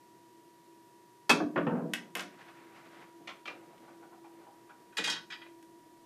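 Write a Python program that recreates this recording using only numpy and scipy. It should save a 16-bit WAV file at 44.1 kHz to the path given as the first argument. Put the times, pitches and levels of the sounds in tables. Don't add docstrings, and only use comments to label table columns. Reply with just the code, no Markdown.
import sys
import numpy as np
from scipy import signal
from scipy.fft import rfft, irfft
from scipy.io import wavfile

SR = 44100
rng = np.random.default_rng(int(sys.argv[2]) if len(sys.argv) > 2 else 0)


def to_wav(s):
    ch = np.atleast_2d(s).T
    pcm = np.round(np.clip(ch, -1, 1) * 32767)
    wavfile.write(sys.argv[1], SR, pcm.astype(np.int16))


N = 266805

# f/Hz, relative level/dB per Hz
AIR_SPECTRUM = [(30, -45.5), (60, -45), (90, -19.5), (120, -3), (250, -4), (360, 5), (450, -5.5),
                (600, -10.5), (900, -14), (2000, -17.5), (4500, -19.5), (10000, -22), (15400, -26)]
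AIR_DB = -63.5
# f/Hz, width/Hz, rms level/dB before the swell
HUM_BANDS = [(335.5, 2.7, -58.5), (677, 36, -74.5)]
# t/s, level/dB
HUM_SWELL_CURVE = [(0, -3), (1.2, -9.5), (3.4, -0.5), (4.7, -2.5), (6.05, 1.8)]
# multiple of the motor speed, mean rms level/dB
MOTOR_LINES = [(20, -63.5), (21, -82), (24, -83), (36, -84), (39, -84), (40, -84.5)]
MOTOR_HZ = 48.14

# t/s, level/dB
CUE_STRIKES = [(1.2935, -21.5), (1.3005, -26.5)]
# t/s, level/dB, contact/ms
BED_THUDS = [(1.3, -27.5, 0.56), (1.4, -30, 0.97), (1.558, -28.5, 0.63), (1.574, -33, 0.48),
             (1.666, -30.5, 0.76), (2.153, -45, 0.86), (3.476, -56.5, 2.4), (4.98, -39.5, 0.36),
             (5.071, -51.5, 0.87)]
# t/s, peak level/dB, f/Hz
LOW_THUMPS = [(1.432, -46, 119), (1.553, -61, 45)]
# t/s, level/dB
CLOTH_SKIPS = [(1.695, -39), (1.722, -45), (1.746, -39.5), (1.764, -45), (1.792, -44), (1.818, -49),
               (1.84, -48.5), (1.882, -52.5)]
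# start t/s, end t/s, nominal starting level/dB, fade/dB per s (negative grows), hardness/0-1
ROLL_STRETCHES = [(1.863, 2.128, -57.5, 14, 0), (2.18, 3.109, -59.5, -5, 0.46),
                  (3.078, 3.432, -64, 17, 0.6), (3.484, 5.0, -57.5, 7.5, 0.1)]
# t/s, gain level/dB
BRIGHT_ROLL_SWELL = [(2.3, 4), (2.36, 1), (2.415, 7.5), (2.435, 3), (2.475, 2), (2.488, 12), (2.55, 4.5),
                     (2.71, -1), (2.76, 2.5), (2.87, -3), (2.95, 2), (3.08, -3)]
# t/s, level/dB, contact/ms, centre f/Hz of the struck spot
HARD_CLICKS = [(1.9358, -35, 0.074, 2880), (1.9445, -57, 0.16, 6000), (2.1524, -39.5, 0.054, 2520),
               (2.1705, -50.5, 0.052, 10000), (2.183, -52, .09, 7000), (2.195, -44, 0.13, 5500),
               (2.2063, -49, 0.087, 6840), (2.224, -59, 0.067, 9000), (3.779, -70, 0.092, 3500),
               (5.627, -67.5, 0.05, 9000)]
# t/s, level/dB, contact/ms, centre f/Hz of the struck spot
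BALL_KNOCKS = [(2.158, -45, 0.37, 920), (2.175, -49.5, 0.38, 1510), (2.191, -46.5, 0.25, 1610),
               (2.21, -54, 0.34, 1180), (3.201, -58, 4, 607), (3.272, -46, 0.27, 2600),
               (3.288, -47.5, 0.4, 1380), (3.454, -47.5, 0.34, 2880), (3.474, -42.5, 0.34, 2420),
               (3.496, -53, 0.54, 1510), (5.459, -59, 0.46, 1770)]
# t/s, level/dB, contact/ms, centre f/Hz of the struck spot
JOINT_BUMPS = [(3.875, -59.5, 0.7, 1170), (4.022, -58.5, 1, 1290), (4.119, -58, 0.99, 1220),
               (4.24, -57.5, 0.54, 830), (4.405, -66.5, 0.64, 800), (4.46, -58, 0.99, 980),
               (4.691, -56, 0.56, 1310)]
# t/s, level/dB, contact/ms, centre f/Hz of the struck spot
METAL_HITS = [(4.9237, -63, 0.32, 1790), (4.969, -35, 0.092, 2050), (4.979, -36.5, 0.15, 2600),
              (5.038, -33.5, 0.095, 2550), (5.051, -40, 0.089, 3000), (5.072, -34.5, 0.13, 980),
              (5.0953, -35, 0.064, 4100), (5.119, -39.5, .18, 3220), (5.1544, -47, 0.39, 1470),
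              (5.301, -46.5, 0.2, 2200), (5.3195, -44, 0.33, 3600), (5.345, -75, 0.26, 3000),
              (5.414, -53, 0.47, 2940)]

# f/Hz, relative level/dB, t60/s
CUE_MODES = [(280, -10, 0.02), (427, -2, 0.03), (610, -18, 0.043), (1010, 0.5, 0.023), (1096, 1, 0.029),
             (1320, 9.5, 0.0099), (1680, -7, 0.033), (1800, -2, 0.008), (2374, -6, 0.096), (2550, 4, .03),
             (2636, 6, .03), (2380, 8, .012), (3224, 5, 0.012)]
BED_MODES = [(165.8, -9, 0.18), (183, -3, 0.071), (245, -10, 0.14), (295.8, -5, 0.13), (377.7, -3, 0.055),
             (465, 1.5, 0.059), (548.6, -1.5, 0.038), (639, -4, 0.094), (959, 17.5, 0.0034),
             (1620, 18, 0.0075), (1850, 15, 0.0086), (2400, 20, 0.0043), (2872, 18, 0.003)]
RAIL_MODES = [(525, -5, 0.028), (1604, 8.5, 0.02), (2047, 7.5, 0.065), (2600, 16, 0.0031),
              (3700, 10, 0.0025), (4970, -14, 0.014)]
STICK_MODES = [(311, -14, 0.013), (780, 3.5, 0.028), (983, -10, 0.05), (1504, -3.5, 0.052),
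               (1715, -15.5, 0.044), (2240, -4.5, 0.051), (2306, 9.5, 0.0095), (2850, -1.5, 0.02),
               (3070, 9.5, 0.005), (3590, 9, 0.013), (3600, 4.5, 0.016)]
METAL_MODES = [(950, 0, 0.06), (1500, 0, 0.05), (1985, 5, 0.045), (2470, 4, 0.05), (3030, 2, 0.04),
               (3220, 4, 0.055), (3780, 3, 0.07), (3890, 2, 0.06), (2250, 16, 0.006), (4670, 3, 0.055),
               (5460, 4, 0.04), (6250, 5, 0.03), (7110, 6, 0.03), (7550, 5, 0.03)]
# f/Hz, t60/s
ROOM_DECAY = [(105, 0.38), (180, 0.83), (400, 0.59), (1000, 0.28), (2500, 0.24), (6000, 0.28),
              (14000, 0.11)]

TAIL = 24000
BUILD_UP_S = 0.0025
SPOT_SHARPNESS = 2.2


def amp(db):
    return 10 ** (np.asarray(db) / 20)


def rms_one(x):
    return x / np.sqrt(np.mean(x ** 2) + 1e-20)


def curve_db(points, t):
    return amp(np.interp(t, *np.transpose(points)))


def at_hz(points, hz):
    table_hz, values = np.transpose(points)
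    return np.interp(np.log(hz), np.log(table_hz), values)


def ring(x, hz, t60):
    radius = amp(-60 / (t60 * SR))
    angle = 2 * np.pi * hz / SR
    return signal.lfilter([0, np.sin(angle)], [1, -2 * radius * np.cos(angle), radius ** 2], x)


def filtered(x, order, hz, kind):
    return signal.sosfilt(signal.butter(order, hz, kind, fs=SR, output="sos"), x)


def drift(rate):
    knots = rng.standard_normal(int(N / SR * rate) + 2)
    return np.interp(np.arange(N) * rate / SR, np.arange(len(knots)), knots)


def room(echo_db):
    t = np.arange(TAIL) / SR
    edges = 80 * 2 ** np.arange(0, 8.1, .8)
    bins = np.fft.rfftfreq(TAIL, 1 / SR)
    spectrum = rfft(rng.standard_normal(TAIL))
    echoes = np.zeros(TAIL)
    for low, high in zip(edges, edges[1:]):
        band = irfft(spectrum * (bins >= low) * (bins < high), TAIL)
        echoes += band * amp(-60 * t / at_hz(ROOM_DECAY, np.sqrt(low * high)))
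    echoes *= 1 - np.exp(-(t / BUILD_UP_S) ** 2)
    echoes *= amp(echo_db) / np.sqrt(np.sum(echoes ** 2))
    echoes[0] = 1
    return echoes


def blows(events, modes, crack_db, low_hz, touches_per_s, echo_db, first_touch, rattle_s, swell_s, detune,
          contact_s=0, softening=0, reflection_db=-np.inf, reflection_s=.003, spot_db=0):
    out = np.zeros(N + TAIL)
    t = np.arange(TAIL // 2) / SR
    hardest_db = max(row[1] for row in events)
    for start, level_db, *more in events:
        touches = (rng.random(len(t)) < touches_per_s / SR) * rng.standard_normal(len(t))
        touches *= np.exp(-t / rattle_s) * (1 - np.exp(-t / swell_s))
        touches[0] = first_touch
        lag = round(reflection_s * SR)
        touches[lag:] += amp(reflection_db) * touches[:-lag]

        contact = more[0] / 1000 if more else contact_s * amp(softening * (hardest_db - level_db))
        push = t[:300] ** 3 * np.exp(-8 * t[:300] / contact)
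        force = np.convolve(touches, push)[:len(t)]

        body = np.zeros(len(t))
        sign = -(-1.) ** (len(modes) - 1)
        for hz, mode_db, t60 in modes:
            gain = sign * amp(mode_db + rng.normal(0, 1.5))
            body += gain * ring(force, hz * rng.normal(1, detune), t60)
            sign = -sign
        crack = filtered(force, 2, low_hz, "high")
        struck = body + amp(crack_db) * crack
        if len(more) > 1:
            spot = signal.lfilter(*signal.iirpeak(more[1], SPOT_SHARPNESS, fs=SR), struck)
            struck = struck + amp(spot_db) * spot

        heard = signal.fftconvolve(struck, room(echo_db))[:TAIL]
        first_rms = np.sqrt(np.mean(heard[:SR // 25] ** 2))
        at = round(start * SR)
        out[at:at + TAIL] += amp(level_db) * heard / first_rms
    return out[:N]


def air_hiss():
    bins = np.fft.rfftfreq(N, 1 / SR) + 1
    return amp(AIR_DB) * rms_one(irfft(rfft(rng.standard_normal(N)) * amp(at_hz(AIR_SPECTRUM, bins)), N))


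def air_hum():
    hum = np.zeros(N)
    for hz, width, level_db in HUM_BANDS:
        hum += amp(level_db) * rms_one(ring(rng.standard_normal(N), hz, 3.3 / width))
    return curve_db(HUM_SWELL_CURVE, np.arange(N) / SR) * hum


def motor_whine():
    t = np.arange(N) / SR
    whine = np.zeros(N)
    for multiple, level_db in MOTOR_LINES:
        line = np.sin(2 * np.pi * (multiple * MOTOR_HZ * t + rng.random()))
        whine += np.sqrt(2) * amp(level_db + 0.5 * drift(6.4)) * line
    return whine


def cue_strike():
    return blows(CUE_STRIKES, CUE_MODES, crack_db=29.5, low_hz=261, touches_per_s=7300, echo_db=-7.5,
                 first_touch=0.05, contact_s=0.00016, softening=0.0065, rattle_s=0.013, swell_s=0.0017,
                 detune=0.0028)


def thuds():
    return blows(BED_THUDS, BED_MODES, crack_db=25.5, low_hz=255, touches_per_s=5000, echo_db=-3.5,
                 first_touch=0.042, rattle_s=0.0065, swell_s=0.0044, detune=0.013)


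def low_thumps():
    out = np.zeros(N)
    for start, peak_db, hz in LOW_THUMPS:
        t = np.arange(int(3.5 / hz * SR)) / SR
        at = round(start * SR)
        out[at:at + len(t)] += amp(peak_db) * np.hanning(len(t)) * np.sin(2 * np.pi * hz * t)
    return out


def skips():
    return blows(CLOTH_SKIPS, BED_MODES, crack_db=29, low_hz=253, touches_per_s=5300, echo_db=0,
                 first_touch=0.28, contact_s=0.00095, softening=0.39, rattle_s=0.019, swell_s=0.0018,
                 detune=0.013)


def rolling():
    t = np.arange(N) / SR
    grains = rng.standard_normal(N) * amp(2.4 * drift(38) + 1.6 * drift(8))
    dull = rms_one(filtered(grains, 2, [130, 900], "band"))
    bright = rms_one(filtered(grains, 2, [550, 2100], "band"))
    bed = rms_one(sum(amp(db) * ring(dull, hz, t60) for hz, db, t60 in BED_MODES))
    bright_roll = curve_db(BRIGHT_ROLL_SWELL, t) * bright
    dull_roll = 0.82 * dull + 0.073 * bed
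    out = np.zeros(N)
    for start, end, level_db, fade_db, hardness in ROLL_STRETCHES:
        edges = np.clip(np.minimum(t - start, end - t) / 0.029, 0, 1)
        level = amp(level_db - fade_db * np.clip(t - start, 0, end - start))
        out += edges * level * (np.sqrt(hardness) * bright_roll + np.sqrt(1 - hardness) * dull_roll)
    return out


def hard_clicks():
    return blows(HARD_CLICKS, RAIL_MODES, crack_db=28.5, low_hz=980, touches_per_s=0, echo_db=-4,
                 first_touch=1, spot_db=-3.5, rattle_s=1, swell_s=1, detune=0.011, reflection_db=0.5,
                 reflection_s=0.00269)


def ball_knocks():
    return blows(BALL_KNOCKS, STICK_MODES, crack_db=38.5, low_hz=580, touches_per_s=5400, echo_db=-3.3,
                 first_touch=0.13, rattle_s=0.008, swell_s=0.0036, detune=0.01, spot_db=0)


def ramp_bumps():
    return blows(JOINT_BUMPS, STICK_MODES, crack_db=31, low_hz=674, touches_per_s=5900, echo_db=-5.5,
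                 first_touch=0.075, rattle_s=0.014, swell_s=0.008, detune=0.015, spot_db=8)


def metal_clatter():
    metal = blows(METAL_HITS, METAL_MODES, crack_db=40, low_hz=1240, touches_per_s=8000, echo_db=-3.5,
                  first_touch=0.24, rattle_s=0.012, swell_s=0.003, detune=0.008, spot_db=7)
    return filtered(metal, 2, 8400, "low")


def scene():
    background = air_hiss() + air_hum() + motor_whine()
    table = cue_strike() + thuds() + skips() + rolling() + hard_clicks()
    table += ball_knocks() + ramp_bumps() + metal_clatter()
    table = filtered(table, 6, 125, "high")
    return (background + table + low_thumps())[None]


def record(dry):
    rounded = .5 * np.tanh(dry / .5)
    bass_cut = filtered(rounded, 2, 25, "high")
    return signal.sosfilt(signal.cheby2(14, 70, 15900, fs=SR, output="sos"), bass_cut)


dry = scene()
out = record(dry)
to_wav(out)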